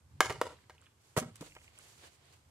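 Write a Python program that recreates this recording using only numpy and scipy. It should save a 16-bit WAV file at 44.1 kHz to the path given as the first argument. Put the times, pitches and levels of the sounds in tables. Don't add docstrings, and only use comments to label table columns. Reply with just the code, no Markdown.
import sys
import numpy as np
from scipy import signal
from scipy.fft import rfft, irfft
from scipy.io import wavfile
from scipy.ndimage import map_coordinates

SR = 44100
rng = np.random.default_rng(int(sys.argv[2]) if len(sys.argv) > 2 else 0)


def transcribe(u):
    v = np.clip(np.atleast_2d(u).T, -1, 1)
    q = np.round(v * 32767).astype(np.int16)
    wavfile.write(sys.argv[1], SR, q)


N = 110250
TIME = np.arange(N) / SR
HIT_TIME = TIME[:SR // 4]


def amp(db):
    return 10 ** (np.asarray(db) / 20)


def unit_rms(x):
    return x / np.sqrt(np.mean(x ** 2) + 1e-20)


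def filtered(x, order, hz, kind):
    return signal.sosfilt(signal.butter(order, hz, kind, fs=SR, output="sos"), x)


def at_hz(curve, hz):
    pitches, values = np.transpose(curve)
    return np.interp(np.log(hz), np.log(pitches), values)


def fader(rows, column=1):
    rows = np.array(rows)
    return amp(np.interp(TIME, rows[:, 0], rows[:, column], left=-90))


def pan(db):
    return amp([[db / 2], [-db / 2]])


def place(track, start_s, sound, pan_db):
    i = int(start_s * SR)
    track[:, i:i + len(sound)] += pan(pan_db) * sound[:N - i]


def ring(hz, db, t60):
    return amp(db - 60 * HIT_TIME / t60) * np.sin(2 * np.pi * hz * HIT_TIME)


def drift(rate_hz):
    step = 40
    pole = np.exp(-2 * np.pi * rate_hz * step / SR)
    slow = signal.lfilter([1], [1, -2 * pole, pole ** 2], rng.standard_normal(N // step + 2002))[2000:]
    return np.interp(np.arange(N) / step, np.arange(len(slow)), unit_rms(slow))


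# pitch_hz, correlation
NOISE_IMAGE = [(60, 0.99), (240, .85), (700, 0.17), (1500, 0), (15000, 0.17)]
def banded_noise(spectrum, flicker_db, rate_hz):
    out, together = 0, drift(rate_hz)
    edges = 2 ** np.arange(np.log2(spectrum[1][0]) - .5, np.log2(spectrum[-1][0]) + .1, .5)
    white = rng.standard_normal((2, 2, N))
    for k, (low, high) in enumerate(zip(edges, edges[1:])):
        mid, side = filtered(white[k % 2], 2, [low, min(high, .45 * SR)], "band")
        hz = np.sqrt(low * high)
        alike = at_hz(NOISE_IMAGE, hz)
        gain = amp(at_hz(spectrum, hz) + flicker_db * (together + 0.2 * drift(rate_hz)))
        out = out + gain * (np.sqrt(1 + alike) * mid + np.sqrt(1 - alike) * side * [[1], [-1]])
    return unit_rms(out)


# pitch_hz, density_db
TRAFFIC_EQ = [(15, -48.5), (25, -19.5), (59, -19), (83, -0.5), (102, 2), (194, -21.5), (260, -19),
              (340, -49), (570, -120)]
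# time_s, level_db
TRAFFIC_FADER = [(0, -66), (.3, -51), (.6, -66), (.85, -67.5), (1.0, -72.5), (1.5, -65), (1.9, -67.5),
                 (2.2, -68.5), (2.4, -69.5), (2.5, -67)]
def traffic():
    return fader(TRAFFIC_FADER) * banded_noise(TRAFFIC_EQ, flicker_db=.7, rate_hz=15) * pan(-1.2)


# pitch_hz, density_db
AIR_EQ = [(150, -28.5), (200, -20.5), (300, -21), (400, -20.5), (550, -26), (1000, -22.5), (2500, -33.5),
          (5000, -32), (9000, -30), (12000, -39), (16000, -46)]
def air(level_db=-72.5):
    return amp(level_db) * banded_noise(AIR_EQ, flicker_db=.5, rate_hz=20)


MODE_PITCHES = [330, 408, 508, 620, 773, 957, 1075, 1183, 1300, 1599, 1862, 2123, 2915, 3320]
# base_hit_db, side_hit_db, t60_s
MODE_RINGS = [(-18, -32, 0.01), (-9.5, -26.5, 0.067), (-3, 6, 0.022), (-8, -5.5, 0.047), (-10, -14, 0.069),
              (-1, 7.5, 0.016), (-6, -9.5, 0.02), (-1.5, -13, 0.03), (-8, -1, 0.021), (7.5, -24.5, 0.02),
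              (-3, 3, 0.014), (-9, -15, 0.049), (-11, -8, 0.039), (-25.5, -22, 0.023)]
# start_s, level_db, side_share, centre_hz, crack_db, pan_db
KNOCKS = [(0.2057, -7, 0.14, 1320, -6.5, 0.5), (0.2972, -28.5, 0.7, 1600, -16, -10),
          (0.3028, -22.5, 0.36, 1460, -6.5, 1.5), (.308, -26.5, 0.1, 370, -30, -4),
          (.325, -38.5, .3, 1500, 0, 0), (0.4143, -14, 0.99, 825, -11, 0.5),
          (0.697, -40, 0.55, 1390, -7, -2), (0.705, -46.5, 0, 1223, -5, 3.5),
          (1.1657, -19.5, 0.51, 550, -31, -4.5), (1.173, -21, 1, 605, -1.5, 0),
          (1.1777, -16, 0.42, 890, -15, 3.5), (1.186, -26, 0.13, 770, -12, -8.5),
          (1.226, -33, 0.34, 660, -20, -2), (1.246, -47.5, 0.4, 640, -8, -13),
          (1.409, -44.5, 0.8, 900, 2, 2), (1.416, -42.5, .3, 1520, -17, 5),
          (1.425, -40.5, 0.5, 680, -14, -5), (1.551, -51, 0.12, 1400, 4, -2.5),
          (1.565, -38.5, 0.35, 1310, -38, -1)]
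CONTACT_S, FALLOFF_DB_PER_OCT2, SCATTER_DB = 0.00044, 3, 1.2
RATTLE_DB, RATTLE_T60_S = -18, .045
CRACK_BAND_HZ, CRACK_T60_S, CRACK_TAIL_DB, CRACK_TAIL_T60_S = [1900, 8000], .009, -12, 0.064
def bottle_knocks():
    out, t = np.zeros((2, N)), HIT_TIME
    for start_s, level_db, side_share, centre_hz, crack_db, pan_db in KNOCKS:
        scatter = rng.normal(0, SCATTER_DB, len(MODE_RINGS))
        noise = rng.standard_normal((2, len(t)))
        body = 0
        for hz, (base_db, side_db, t60), scatter_db in zip(MODE_PITCHES, MODE_RINGS, scatter):
            mode_db = base_db + side_share * (side_db - base_db) + scatter_db
            falloff_db = FALLOFF_DB_PER_OCT2 * np.log2(hz / centre_hz) ** 2
            body -= ring(hz, mode_db - falloff_db, t60)
        body *= 1 - np.exp(-t / CONTACT_S)
        rattle = unit_rms(filtered(noise[0], 2, [centre_hz / 1.7, centre_hz * 1.7], "band"))
        rattle *= amp(RATTLE_DB - 60 * t / RATTLE_T60_S)
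        crack = filtered(noise[1], 1, CRACK_BAND_HZ, "band")
        crack *= amp(-60 * t / CRACK_T60_S) + amp(CRACK_TAIL_DB - 60 * t / CRACK_TAIL_T60_S)
        knock = body / np.abs(body).max() + rattle + amp(crack_db) * crack
        place(out, start_s, amp(level_db) * knock, pan_db)
    return filtered(out, 4, hz=260, kind="high")


# pitch_hz, level_db, t60_s, correlation
YARD_WASH = [(250, -29.5, .35, .9), (493, -27.5, 0.1, .75), (1000, -35, 0.37, 1), (2000, -27.5, 0.16, .5),
             (4000, -26.5, 0.22, .4), (8000, -26, .3, .4), (13200, -35.5, 0.14, .4)]
# delay_s, level_db, smear_s
WALL_SLAPS = [(.022, -14, .003), (.043, -3, .003), (.053, 2, 0.0025), (0.061, 0, 0.0016),
              (0.099, -11.5, 0.029)]
PREDELAY_S, WASH_HOLD_S, YARD_RETURN_DB = .004, 0.023, -17.5
def yard_echo(send):
    t = TIME[:SR // 2]
    mid, side = rfft(rng.standard_normal((2, len(t))))
    slaps = sum(amp(db) * np.exp(-((t - delay) / smear) ** 2) for delay, db, smear in WALL_SLAPS)
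    octaves = np.log2(np.arange(len(mid)) * 2 + 1)
    centres = np.log2([row[0] for row in YARD_WASH])
    response = 0
    for k, (hz, db, t60, alike) in enumerate(YARD_WASH):
        white = np.sqrt(1 + alike) * mid + np.sqrt(1 - alike) * side * [[1], [-1]]
        band = irfft(white * np.interp(octaves, centres, np.arange(len(centres)) == k), len(t))
        wash = amp(-60 * np.maximum(t - WASH_HOLD_S, 0) / t60) * (t > PREDELAY_S)
        response += amp(db) * band * (wash + slaps)
    return amp(YARD_RETURN_DB) * signal.fftconvolve(send, response, axes=1)[:, :N]


# start_s, level_db, pitch_hz, t60_s
THUDS = [(0.298, -29, 121, 0.052), (.305, -31.5, 411.6, .09), (1.167, -27.5, 125, 0.063),
         (1.176, -12.5, 157, 0.025), (1.214, -33, 240, 0.12), (1.26, -35, 158, 0.033),
         (1.313, -51.5, 106.3, 0.27), (1.407, -36, 154.5, 0.071), (1.411, -33, 287, 0.043),
         (1.424, -25.5, 479, 0.017)]
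def thuds(attack_s=.003):
    out = np.zeros((2, N))
    attack = 1 - np.exp(-HIT_TIME / attack_s)
    for start_s, db, hz, t60 in THUDS:
        place(out, start_s, ring(hz, db, t60) * attack, pan_db=-1.3)
    return out


# time_s, treble_db, mid_db
RUSTLE_FADERS = [(0, -99, -85), (.5, -72, -62), (.62, -76.5, -71), (.8, -100, -81.5), (.84, -73, -70.5),
                 (.93, -92, -89), (1.05, -69.5, -71.5), (1.13, -73, -73), (1.33, -76, -71.5),
                 (1.43, -66.5, -65.5), (1.465, -56.5, -57.5), (1.5, -64.5, -72), (1.59, -70, -80),
                 (1.645, -63, -68), (1.71, -75.5, -70), (1.76, -68, -67), (1.82, -62, -63.5),
                 (1.9, -62, -62.5), (1.96, -64, -67), (2.01, -64.5, -62.5), (2.04, -60, -55),
                 (2.075, -62.5, -59.5), (2.1, -71.5, -67.5), (2.15, -67, -69.5), (2.19, -77, -71),
                 (2.3, -71.5, -66), (2.34, -72.5, -66), (2.375, -75.5, -72.5), (2.5, -84, -79)]
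# pitch_hz, density_db
RUSTLE_TREBLE_EQ = [(1760, -35.5), (3000, -13), (8820, -1), (12000, -20), (14400, -19), (16000, -22)]
# pitch_hz, density_db
RUSTLE_MID_EQ = [(180, -41.5), (300, -9), (988, -10.5), (1110, -13.5), (1720, -11), (4000, -12),
                 (5200, -48.5), (8800, -120)]
def rustle():
    treble = fader(RUSTLE_FADERS, 1) * banded_noise(RUSTLE_TREBLE_EQ, flicker_db=1, rate_hz=60)
    mids = fader(RUSTLE_FADERS, 2) * banded_noise(RUSTLE_MID_EQ, flicker_db=1.2, rate_hz=50)
    return treble * pan(-1) + mids * pan(-2)


# start_s, level_db, pitch_hz
TICKS = [(.568, -59, 3300), (.586, -58.5, 1800), (.638, -60, 1900), (.78, -50.5, 2970), (.815, -44, 7570),
         (.82, -57, 1350), (.847, -61, 3100), (.865, -50.5, 2870), (.868, -58, 1540), (1.52, -47, 2370),
         (1.611, -74, 2190), (1.678, -46, 2490), (1.75, -71, 2780), (1.776, -48, 2830), (1.788, -34, 8100),
         (1.789, -53, 1270), (1.93, -67, 6600), (2.255, -54.5, 8000), (2.325, -53, 4970)]
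def ticks(t60_cycles=44, spread=0.16):
    out = np.zeros((2, N))
    for start_s, db, hz in TICKS:
        pitches = hz * (1 + spread * np.linspace(-1, 1, 5) + 0.023 * rng.standard_normal(5))
        cluster = sum((-1) ** k * ring(pitch, db, t60_cycles / hz) for k, pitch in enumerate(pitches))
        place(out, start_s, cluster / 2, pan_db=-2.5)
    return out


# time_s, level_db
DRIBBLE_FADER = [(.74, -93), (.8, -75.5), (.86, -72), (.9, -90), (1.42, -93), (1.47, -66), (1.6, -65.5),
                 (1.7, -84), (1.77, -69), (1.83, -73.5), (1.9, -88.5), (2.5, -103)]
def dribble(drops_per_s=220, low_hz=2100, high_hz=3200, t60_cycles=28):
    sizes = amp(3.5 * np.minimum(rng.exponential(1, N), 4))
    drops = sizes * (rng.random(N) < drops_per_s / SR)
    pitch_index, out = rng.integers(0, 8, N), 0
    for k, hz in enumerate(np.geomspace(low_hz, high_hz, 8)):
        out += signal.fftconvolve(drops * (pitch_index == k), ring(hz, 0, t60_cycles / hz))[:N]
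    return fader(DRIBBLE_FADER) * unit_rms(out) * pan(-2)


# start_s, level_db, attack_s, t60_s
CRUNCHES = [(1.163, -29, 0.016, 0.09), (1.19, -45, 0.0025, 0.061), (1.356, -49.5, 0.001, 0.065),
            (1.408, -51.5, .003, 0.17), (2.324, -61, 0.0048, .15)]
# pitch_hz, density_db
GRIT_EQ = [(880, -6), (1500, 0), (5660, -4), (7920, 3.5), (8660, -5), (9950, -3), (16000, -18)]
def grit():
    bursts = 0
    for start_s, db, attack_s, t60 in CRUNCHES:
        attack = np.clip((TIME - start_s) / attack_s, 0, 1)
        bursts += attack * amp(db - 60 * np.maximum(TIME - start_s - attack_s, 0) / t60)
    return bursts * banded_noise(GRIT_EQ, flicker_db=2.5, rate_hz=140)


# time_s, level_db
HUM_FADER = [(1.3, -88), (1.5, -64), (1.65, -75), (1.8, -76), (2.0, -92), (2.5, -91)]
def low_hum():
    return fader(HUM_FADER) * unit_rms(filtered(rng.standard_normal(N), 2, hz=[38, 58], kind="band"))


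# time_s, lag_ms
LEFT_LAG = [(0, 0.013), (.6, 0.017), (1.1, 0.078), (1.6, 0.13), (2.5, 0.26)]
def slide_right(near):
    left, right = near
    lag_samples = np.interp(TIME, *np.transpose(LEFT_LAG)) * SR / 1000
    return np.array([map_coordinates(left, [np.arange(N) - lag_samples], order=3), right])


def scene():
    hits = bottle_knocks() + thuds() + ticks()
    send = hits * np.where(TIME < 1, 1, amp(-4))
    near = hits + yard_echo(send) + grit() + rustle() + dribble()
    return slide_right(near) + traffic() + air() + low_hum()


def record(dry):
    treble = filtered(dry, 1, hz=6000, kind="high")
    shelved = dry + treble * (amp([[-7.5], [0]]) - 1)
    trimmed = filtered(shelved, 1, hz=40, kind="high")
    return signal.sosfilt(signal.cheby2(14, 60, 16400, fs=SR, output="sos"), trimmed)


dry = scene()
out = record(dry)
transcribe(out)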